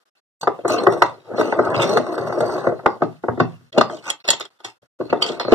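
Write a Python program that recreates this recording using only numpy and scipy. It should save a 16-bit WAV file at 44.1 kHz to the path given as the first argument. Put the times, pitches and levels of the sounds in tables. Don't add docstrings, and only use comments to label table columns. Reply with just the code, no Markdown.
import sys
import numpy as np
from scipy import signal
from scipy.fft import rfft, irfft, next_fast_len
from scipy.io import wavfile
from scipy.ndimage import uniform_filter1d

SR = 44100
rng = np.random.default_rng(int(sys.argv[2]) if len(sys.argv) > 2 else 0)


def field_ratio(decibels):
    return 10 ** (np.asarray(decibels, dtype=float) / 20)


def transcribe(u):
    v = np.clip(np.atleast_2d(u).T, -1, 1)
    q = np.round(v * 32767).astype(np.int16)
    wavfile.write(sys.argv[1], SR, q)


N = 244314
SIZE = next_fast_len(N + SR // 2)

# start
# in seconds, deep casting level in dB, jaw level in dB, steel ring level in dB.
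SCREW_KNOCKS = [(0.411, -37, -31.5, -17.5), (0.43, -16, -14.5, -16), (0.65, -4, -11, -56),
                (0.698, -26.5, -10, -13), (0.834, -11.5, -17.5, -21), (0.867, 4, 2.5, -36),
                (0.881, -4, -23.5, -48), (0.923, -17, -13, -21.5), (1.02, -4.5, 3, -6),
                (1.312, -17.5, -63.5, -61), (1.382, -5.5, -12, -30), (1.395, -3.5, -14.5, -16),
                (1.41, -8, -3, -13), (1.524, -6, -4.5, -32), (1.59, 1.5, -7, -33),
                (1.648, -18.5, -27, -21.5), (1.701, -15, -32, -27), (1.744, -15, -9, -28),
                (1.796, -32.5, -7.5, -18.5), (1.819, -9.5, -10.5, -10), (1.83, -13, -8.5, -11.5),
                (1.867, -19.5, -26.5, -31), (1.929, -8.5, -18, -19), (1.971, -1.5, 1, -10),
                (2.067, -18, -15, -36), (2.141, -21.5, -17.5, -62), (2.179, -8.5, -13, -23),
                (2.269, -19.5, -17.5, -59), (2.324, -20.5, -13, -28), (2.374, -4, -19, -55),
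                (2.405, -6, -10.5, -17.5), (2.46, -13, -28.5, -43), (2.496, -21, -17, -30),
                (2.578, -11, -17, -30), (2.669, -2, -6.5, -43), (2.721, -7.5, -25, -56),
                (2.792, -25.5, -25, -59)]
# start in seconds, then levels in dB of deep casting, jaw, bench thud and steel ring.
JOLTS = [(0.472, -1, -2, -30, -17), (0.589, -17.5, -32, -42.5, -72.5), (2.86, -0.5, 5, -21, -18.5),
         (3.007, -20, -34, -22, -62), (3.02, -1, -4.5, -9, -23), (3.031, -9, -22, -17.5, -24.5),
         (3.237, -9.5, -18, -33.5, -51), (3.283, -4.5, -6.5, -12.5, -34), (3.375, -13.5, -23, -22.5, -55),
         (3.4, 0, -0.5, -0.5, -12), (3.393, -27, -35, -37.5, -26.5), (3.408, -11, -9.5, -27.5, -67),
         (3.607, -39, -47.5, -33.5, -57), (3.776, 6.5, -8.5, -3.5, -12), (3.781, -3, -3.5, -12.5, -0.5),
         (3.81, -2, 4, -44.5, -2), (5.009, -18, -27, -24, -34.5), (5.097, -22.5, -26, -18.5, -26.5),
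         (5.127, 2.5, -6.5, -22, -23), (5.158, -40, -40, -30.5, -33), (5.296, -10, -21, -25, -27.5),
         (5.449, -12.5, -19.5, -26, -30), (5.48, -3.5, -15, -23.5, -44), (5.521, 6, -5.5, -26, -9.5),
         (5.535, -4.5, -5, -22, -30)]
# start in seconds, then levels in dB of body, steel ring and crack.
CLICKS = [(0.679, -13, -25, -11), (2.874, -30.5, -26.5, -67.5), (3.726, -58, -22, -45.5),
          (3.897, -16, -32.5, -49), (3.97, -32.5, -29, -48), (4.054, -34.5, -26, -45), (4.1, -20, -1, -3.5),
          (4.249, -30.5, -22, -51.5), (4.263, -38, -25, -50), (4.277, -29.5, -6, -12),
          (4.286, -20.5, 8, -13), (4.303, -14.5, 5, 2), (4.331, -17, -5, -40.5), (4.398, -27, -46, -17),
          (4.406, -21.5, -7, -31), (4.451, -34.5, -20, -31), (4.602, -34, -30.5, -58),
          (4.646, -23, -8.5, -20), (4.821, -54, -46, -68), (5.22, -12, -10.5, -30), (5.236, -24, -20, -26),
          (5.262, -34.5, -11, -25), (5.288, -24, -15, -34), (5.318, -40, -20, -41), (5.397, -14.5, -5, -41),
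          (5.408, -14.5, -27, -42)]


def all_blows():
    silent = -150
    rows = [(s, cast, jaw, cast - 18, ring - 7.5, ring - 20, ring - 23, silent)
            for s, cast, jaw, ring in SCREW_KNOCKS]
    rows += [(s, cast, jaw, thud, ring, ring - 18, silent, silent)
             for s, cast, jaw, thud, ring in JOLTS]
    rows += [(s, body - 4.5, body, body - 36, ring - 9, crack, silent, ring - 14)
             for s, body, ring, crack in CLICKS]
    return np.transpose(sorted(rows))


# mode in Hz, level in dB, t60 in seconds.
CASTING = [(226, -4.5, 0.018), (352.3, -1.5, 0.032), (409.2, -1.5, 0.048), (430.6, 0.5, 0.035),
           (546.3, 1.05, 0.026), (623, -4.5, 0.048), (702, -11, 0.052)]
# mode in Hz, level in dB, t60 in seconds.
JAW = [(787, -6.5, 0.021), (932, -1, 0.023), (1028, 3.5, 0.01), (1226.6, 0.5, 0.019), (1307.6, -6, 0.027),
       (1447, -3.5, 0.017), (1573, -7.5, 0.018), (1961, -4.5, 0.012)]
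# mode in Hz, level in dB, t60 in seconds.
BENCH = [(113.1, -1, 0.14), (167.4, -5.5, 0.16), (203, -4.5, 0.058), (254, -0.5, 0.083)]
# mode in Hz, level in dB.
STEEL = [(2700, 8), (2950, -3), (3160, -6), (3410, -10.5), (3530, 0.5), (3890, -4.5), (4250, 1), (4650, -5),
         (5050, -5), (5200, -10.5), (5560, -11), (6200, -15)]
STEEL_T60_S = 0.016
# mode in Hz, level in dB, t60 in seconds.
SMALL_STEEL = [(7150, 7.5, 0.0078), (7370, -1.5, 0.0078), (7450, 12, 0.0069), (9300, -6.5, 0.012),
               (9930, 0.5, 0.019), (11000, -17.5, 0.031), (11600, -15.5, .012), (13700, -37, .01)]
# mode in Hz, level in dB, t60 in seconds.
SCREW = [(8120, 1, 0.035), (6130, -1, 0.04), (11700, -9, .015), (4190, 5, 0.045), (4610, 1, 0.05),
         (2720, 4, 0.025), (3600, -1, 0.025), (5600, -5, 0.045), (5210, -11, .025), (6770, -14, .04),
         (9540, -17, .04), (11000, -15, .05), (13700, -17, .025)]
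# mode in Hz, level in dB, t60 in seconds.
LEVER = [(572, -9.5, .03), (920, -11.5, .03), (1900, -3.5, 0.027), (3270, 5.5, 0.016), (3365, 5.5, 0.013),
         (3628, 0.5, 0.011), (4320, -3.5, .01), (5230, -1.5, 0.0085), (5840, -11.5, 0.0098),
         (6920, -4, 0.0082), (7060, -9, .009), (9340, -17, 0.0065), (10960, -25.5, 0.01),
         (11320, -18, 0.0054)]
# frequency in Hz, level in dB per Hz.
HISS = [(1290, -43.5), (2200, 0), (3570, -29.5), (4430, -12), (5040, -18), (5830, -15.5), (6520, -16.5),
        (7780, -19), (8570, -32.5), (11500, -38), (12800, -50), (15100, -61.5)]


def blows():
    chatter_s, seating_s, spread_db = 0.004, 0.0008, 1.5
    s, cast_db, jaw_db, thud_db, ring_db, crack_db, screw_db, lever_db = all_blows()
    which = np.clip(np.searchsorted(s * SR, np.arange(N), "right") - 1, 0, None)
    age = np.arange(N) / SR - s[which]
    since = np.maximum(age, 0)
    chatter = np.exp(-since / chatter_s) / np.sqrt(chatter_s * SR)
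    contact = (age >= 0) * chatter * grit(per_s=2700, size_db=7.0)
    contact[np.ceil(s * SR).astype(int)] = 1.113
    seating = field_ratio(5.5) * chatter * np.clip(age / seating_s, 0, 1) * grit(per_s=7800, size_db=4.5)

    casting = modes(contact * field_ratio(cast_db[which] - 7.0), CASTING, which, spread_db)
    jaw = modes(contact * field_ratio(jaw_db[which] - 5.0), JAW, which, spread_db)
    push = (age >= 0) * np.exp(-since / 0.039) * rng.standard_normal(N)
    bench = modes(push * field_ratio(thud_db[which] - 38.0), BENCH, which, spread_db)
    plates = [(*mode, STEEL_T60_S) for mode in STEEL]
    steel = modes(seating * field_ratio(ring_db[which] - 16.0), plates, which, spread_db)
    small = modes(seating * field_ratio(crack_db[which] - 17.0), SMALL_STEEL, which, spread_db)
    crack = coloured(seating * (field_ratio(crack_db[which] + 2.5) + field_ratio(ring_db[which] + 2.0)), HISS)
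    screw = modes(seating * field_ratio(screw_db[which]), SCREW, which, spread_db=2.5)
    lever = modes(seating * field_ratio(lever_db[which]), LEVER, which, spread_db)
    dull = signal.butter(2, [2300, 7000], "band", fs=SR, output="sos")
    return soft(casting + jaw) + bench + signal.sosfilt(dull, steel) + small + crack + screw + lever


# time in seconds, load as grinding level in dB, speed as whistle level in dB.
TURNING = [(0.64, -31.5, -81), (0.66, -31.5, -67.5), (0.72, -13, -44), (0.85, -21.5, -68.5),
           (0.93, -18.5, -54), (1.02, -29, -73.5), (1.1, -40, -73), (1.24, -50.5, -109), (1.32, -25.5, -89),
           (1.45, -21, -50), (1.55, -24.5, -74), (1.72, -27.5, -71), (1.85, -4, -50.5), (2.02, -28, -58.5),
           (2.4, -17.5, -61), (2.55, -21, -57.5), (2.7, -20.5, -68.5), (2.83, -59, -108.5)]
# peak in seconds, level in dB, extra jaw level in dB, rise in seconds, fall in seconds.
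DRAGS = [(1.406, 0, -3, 0.026, 0.029), (1.828, -6, 3, 0.39, .08), (1.967, -1, -11, 0.25, 0.068),
         (2.862, -26, -7, 0.12, 0.21), (3.769, -18.5, -6.5, 0.044, 0.029), (3.901, -20.5, -2.5, 0.0072, .1),
         (4.076, -34, 18.5, 0.071, 0.11), (4.289, -39.5, 16.5, 0.063, 0.25),
         (4.609, -56.5, 17.5, 0.036, 0.11), (4.649, -44, 23.5, 0.0092, 0.07),
         (4.83, -45.5, -4, 0.018, 0.04), (5.007, -14, -10, 0.0094, 0.045), (5.131, -18, -3, 0.024, 0.015),
         (5.259, -27.5, 3.5, 0.35, 0.46), (5.405, -18, 10, 0.0046, 0.024), (5.522, -16.5, 7, 0.042, 0.16)]
# peak in seconds, steel level in dB, hiss level in dB, rise in seconds, fall in seconds.
SLIDES = [(0.696, -41.5, -40, 0.019, .2), (0.79, -34.5, -62, 0.049, 0.035), (1.06, -44, -84, 0.067, 0.1),
          (1.407, -35, -39.5, 0.052, .08), (1.5, -50.5, -58, 0.11, 0.76), (1.747, -30, -44, 0.011, 0.12),
          (1.828, -25.5, -31, 0.054, 0.051), (1.57, -50, -57, .06, .08), (2.406, -53.5, -47, .01, .1),
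          (2.59, -48.5, -49, .12, 0.042), (2.88, -51, -70, .01, 0.075), (3.028, -44.5, -63.5, .02, 0.054),
          (3.41, -48.5, -63.5, .02, 0.15), (4.65, -38, -38.5, .01, 0.078), (5.102, -45, -61.5, .01, 0.046),
          (5.405, -33, -45, .01, 0.09), (1.969, -43, -47, 0.46, 0.17), (3.774, -45.5, -85, 0.12, 0.31),
          (3.923, -48.5, -45, 0.055, .15), (4.102, -31, -32.5, 0.1, .04), (4.09, -54.5, -63, 0.067, 0.063),
          (4.285, -39, -50.5, 0.12, 0.24), (4.409, -34, -42, .05, .04), (5.224, -19.5, -23, 0.011, 0.026),
          (5.284, -35.5, -36.5, 0.077, 0.13), (5.535, -34.5, -61, 0.1, .1)]


def grinding():
    spot = np.cumsum(rng.random(N) < 45.0 / SR)
    lumps_db = 2 * np.clip(rng.standard_normal(N), -1.3, 1.3)[spot]
    rub = grit(per_s=1600, size_db=4.0) * field_ratio(lumps_db)
    casting = rms_one(soft(modes(rub, CASTING, spot, spread_db=3.0)))
    jaw = rms_one(soft(modes(rub, JAW, spot, spread_db=2.5)))
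    bench = field_ratio(-9) * rms_one(modes(rub, BENCH, spot, spread_db=11.0))

    fine = grit(per_s=2500, size_db=5.5) * field_ratio(rng.standard_normal(N)[spot])
    scrape = coloured(fine, HISS)
    plates = [(*mode, STEEL_T60_S) for mode in STEEL]
    steel = rms_one(modes(fine, plates, spot, spread_db=8.0))
    steel = rms_one(steel + field_ratio(-6.0) * rms_one(scrape))
    top = signal.sosfilt(signal.butter(4, 6500, "high", fs=SR, output="sos"), scrape)
    small = rms_one(modes(fine, SMALL_STEEL, spot, spread_db=13.0))
    hiss = rms_one(field_ratio(5.0) * rms_one(top) + small)

    load_db, speed_db = in_time(TURNING, column=1), in_time(TURNING, column=2)
    knock_s, knock_db, *_ = np.transpose(SCREW_KNOCKS)
    shudder_db = swells(knock_s, knock_db - 10, rise_s=0.006, fall_s=0.063)
    shake_db = np.maximum(load_db, shudder_db)
    s, drag_db, jaw_db, rise_s, fall_s = np.transpose(DRAGS)
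    force_db = np.maximum(shake_db, swells(s, drag_db, rise_s, fall_s))
    jaw_force_db = np.maximum(shake_db, swells(s, drag_db + jaw_db, rise_s, fall_s))
    deep = smooth(np.minimum(force_db, -14))
    upper = smooth(np.minimum(jaw_force_db - 8, -23))
    winding = field_ratio(-4.0) * (deep * (casting + bench) + upper * jaw)

    s, steel_db, hiss_db, rise_s, fall_s = np.transpose(SLIDES)
    steel_level = smooth(load_db - 49.5) + smooth(swells(s, steel_db + 6, rise_s, fall_s)) + field_ratio(-62.5)
    hiss_level = smooth(speed_db - 30.5) + smooth(swells(s, hiss_db, rise_s, fall_s)) + field_ratio(-82)
    return winding + steel_level * steel + hiss_level * hiss


def whistle():
    spot = np.cumsum(rng.random(N) < 12.0 / SR)
    flutter = np.cumsum(rng.random(N) < 70 / SR)
    flutter_db = 4 * rng.standard_normal(N).clip(-2, 1.5)[flutter]
    friction = grit(per_s=500, size_db=3.5) * field_ratio(flutter_db)
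    steady = rms_one(modes(friction, SCREW[:1], spot, spread_db=1.5))
    wandering = rms_one(modes(friction, SCREW[1:], spot, spread_db=4))
    speed_db = in_time(TURNING, column=2)
    stall_db = 2 * np.minimum(speed_db + 74, 0)
    steady_db = 0.5 * speed_db - 28 + stall_db
    return smooth(steady_db) * steady + smooth(speed_db + 13) * wandering


# band in Hz, t60 in seconds, level in dB, share heard alike at both ports from 0 to 1.
SHOP = [(128, 0.47, 0, 0.11), (332, 0.24, -1.5, 0.32), (875, 0.25, -4.5, 0.6), (1680, 0.12, -8.5, 0),
        (2960, 0.21, -6.5, 0), (5740, 0.13, -4.5, 0), (11960, 0.024, -8.5, 0.79)]


def workshop():
    t = np.arange(SR // 2) / SR
    tail = np.zeros((3, len(t)))
    for hz, t60, level_db, alike in SHOP:
        edges = [hz / 1.536, min(hz * 1.34, 19000)]
        sos = signal.butter(2, edges, "band", fs=SR, output="sos")
        band = signal.sosfilt(sos, rng.standard_normal(tail.shape))
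        shares = np.sqrt(np.clip([[alike], [1 - alike], [1 - alike]], 0, 1))
        tail += shares * band * field_ratio(level_db - 60 * t / t60) / np.sqrt(t60 * SR / 14)
    return rfft(tail * np.clip(t / 0.0008, 0, 1), SIZE)


# frequency in Hz, level in dB per Hz.
AIR = [(88, -62), (150, -29), (624, -16), (936, -20), (1380, -14), (1460, -15.5), (2310, -27), (3270, -25),
       (15000, -39.5)]


def air():
    return field_ratio(-56.5) * rms_one(coloured(rng.standard_normal((2, N)), AIR))


def modes(force, table, spot, spread_db):
    out = np.zeros(N)
    strengths = field_ratio(spread_db * rng.standard_normal((spot.max() + 1, len(table))))
    for k, (hz, level_db, t60) in enumerate(table):
        r = field_ratio(-60 / (max(t60, 0.005) * SR))
        w = 2 * np.pi * hz / SR
        gain = np.sin(w) * field_ratio(level_db) * (-1) ** k
        drive = force * strengths[spot, k] + 1e-18
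        out += signal.lfilter([0, gain], [1, -2 * r * np.cos(w), r * r], drive)
    return out


def grit(per_s, size_db):
    sizes = field_ratio(size_db * np.minimum(rng.exponential(1, N), 4)) * rng.choice([-1, 1], N)
    return rms_one(sizes * (rng.random(N) < per_s / SR))


def soft(force):
    return signal.sosfilt(signal.butter(3, [190, 1900], "band", fs=SR, output="sos"), force)


def swells(s, peak_db, rise_s, fall_s):
    t = np.arange(0, N, 16) / SR
    late = t[:, None] - s
    away = np.maximum(-late / np.maximum(rise_s, 0.003), late / np.maximum(fall_s, 0.003))
    level_db = np.max(peak_db - 30 * away, axis=1)
    return np.interp(np.arange(N) / SR, t, level_db)


def in_time(rows, column):
    rows = np.array(rows)
    return np.interp(np.arange(N) / SR, rows[:, 0], rows[:, column], -150, -150)


def smooth(level_db):
    return uniform_filter1d(field_ratio(level_db), size=260)


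def rms_one(x):
    return x / np.sqrt(np.mean(x ** 2) + 1e-20)


def coloured(x, points):
    hz, db = np.transpose(points)
    grid = np.arange(SIZE // 2 + 1) * SR / SIZE + 1
    curve = field_ratio(np.interp(np.log(grid), np.log(hz), db, -90, -90))
    return irfft(rfft(x, SIZE) * curve, SIZE)[..., :N]


# frequency in Hz, phase lead of the left in radians, left minus right in dB.
PORTS = [(100, -1.1, -2.4), (180, 1.4, 0), (280, 1.3, 2.5), (450, -1.2, 3.8), (600, 0, 2), (1350, .1, 0),
         (1900, -2.9, -.6), (2550, -3.3, -1), (3100, -5.9, -2.5), (3700, -6.3, -2), (4100, -9.3, -1.5),
         (4750, -9.3, -1.6), (5600, -6.3, -1), (12000, 7.5, -4)]


def scene():
    hz, lead, balance_db = np.transpose(PORTS)
    grid = np.arange(SIZE // 2 + 1) * SR / SIZE
    side = np.array([[0.5], [-0.5]])
    ports = np.exp(1j * side * np.interp(grid, hz, lead)) * field_ratio(side * np.interp(grid, hz, balance_db))
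    vise = blows() + grinding() + whistle()
    turn = 2 * np.pi * np.arange(N) / SR / 0.23
    heard = 0
    for weight in (np.cos(turn) ** 2, np.sin(turn) ** 2):
        scatter = workshop()
        heard = heard + rfft(vise * weight, SIZE) * (ports * (1 + scatter[0]) + scatter[1:])
    return irfft(heard, SIZE)[:, :N] + air()


# frequency in Hz, limit in dB against the neighbours.
MASK = [(2100, -10), (2600, -15), (6000, -14), (7000, -9), (9000, -6), (15000, -5)]


def drop_weak_bands(x):
    band_hz = 345
    hz, _, frames = signal.stft(x, SR, nperseg=1024)
    band = (hz // band_hz).astype(int)
    starts = np.flatnonzero(np.diff(band, prepend=-1))
    power = np.add.reduceat(np.mean(abs(frames) ** 2, axis=0), starts)
    power = uniform_filter1d(power, size=3, axis=1) + 1e-20
    k = np.arange(len(power))
    near = np.exp(-abs(k[:, None] - k) / 2.5) * (k * band_hz > 1700)
    around = (near @ power) / near.sum(axis=1, keepdims=True)
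    margin = field_ratio(np.interp(k * band_hz, *np.transpose(MASK)))[:, None]
    chance = rms_one(uniform_filter1d(rng.standard_normal(power.shape), size=7, axis=1))
    floor = power.sum(axis=0) * field_ratio(-66) ** 2
    limit = np.maximum(around * margin ** 2, floor) * field_ratio(2.5 * chance) ** 2
    kept = 1 / (1 + (limit / power) ** 8)
    kept[k * band_hz < 2000] = 1
    return signal.istft(frames * kept[band], SR, nperseg=1024)[1][:, :N]


def band_limit(x):
    return signal.sosfilt(signal.butter(12, 15210, fs=SR, output="sos"), x)


# opens in seconds, shuts in seconds.
GATE = [
    (0, 0.042),
    (0.053, 0.1),
    (0.151, 0.204),
    (0.409, 3.71),
    (3.72, 4.228),
    (4.24, 4.5),
    (4.501, 4.588),
    (4.586, 4.785),
    (4.818, 4.872),
    (4.988, 5.936),
]


def record(dry):
    t = np.arange(N) / SR
    gate = sum(np.clip((t - opens) / 0.0031, 0, 1) * np.clip((shuts - t) / 0.012, 0, 1)
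               for opens, shuts in GATE)
    heard = signal.sosfilt(signal.butter(3, [85, 14500], "band", fs=SR, output="sos"), dry)
    notch_hz, notch_width_hz = 2320, 300
    heard = heard - 0.65 * signal.lfilter(*signal.iirpeak(notch_hz, notch_hz / notch_width_hz, SR), heard)
    level_db = 10 * np.log10(uniform_filter1d(np.mean(heard ** 2, axis=0), size=900).clip(1e-12))
    hush = field_ratio(0.68 * np.clip(level_db + 39.5, -14, 0))
    clipped = np.clip(heard * hush * gate, -0.99, 0.99)
    top_cut = signal.butter(6, 15000, fs=SR, output="sos")
    mix = signal.sosfilt(top_cut, drop_weak_bands(clipped))
    return band_limit(mix)


dry = scene()
out = record(dry)
transcribe(out)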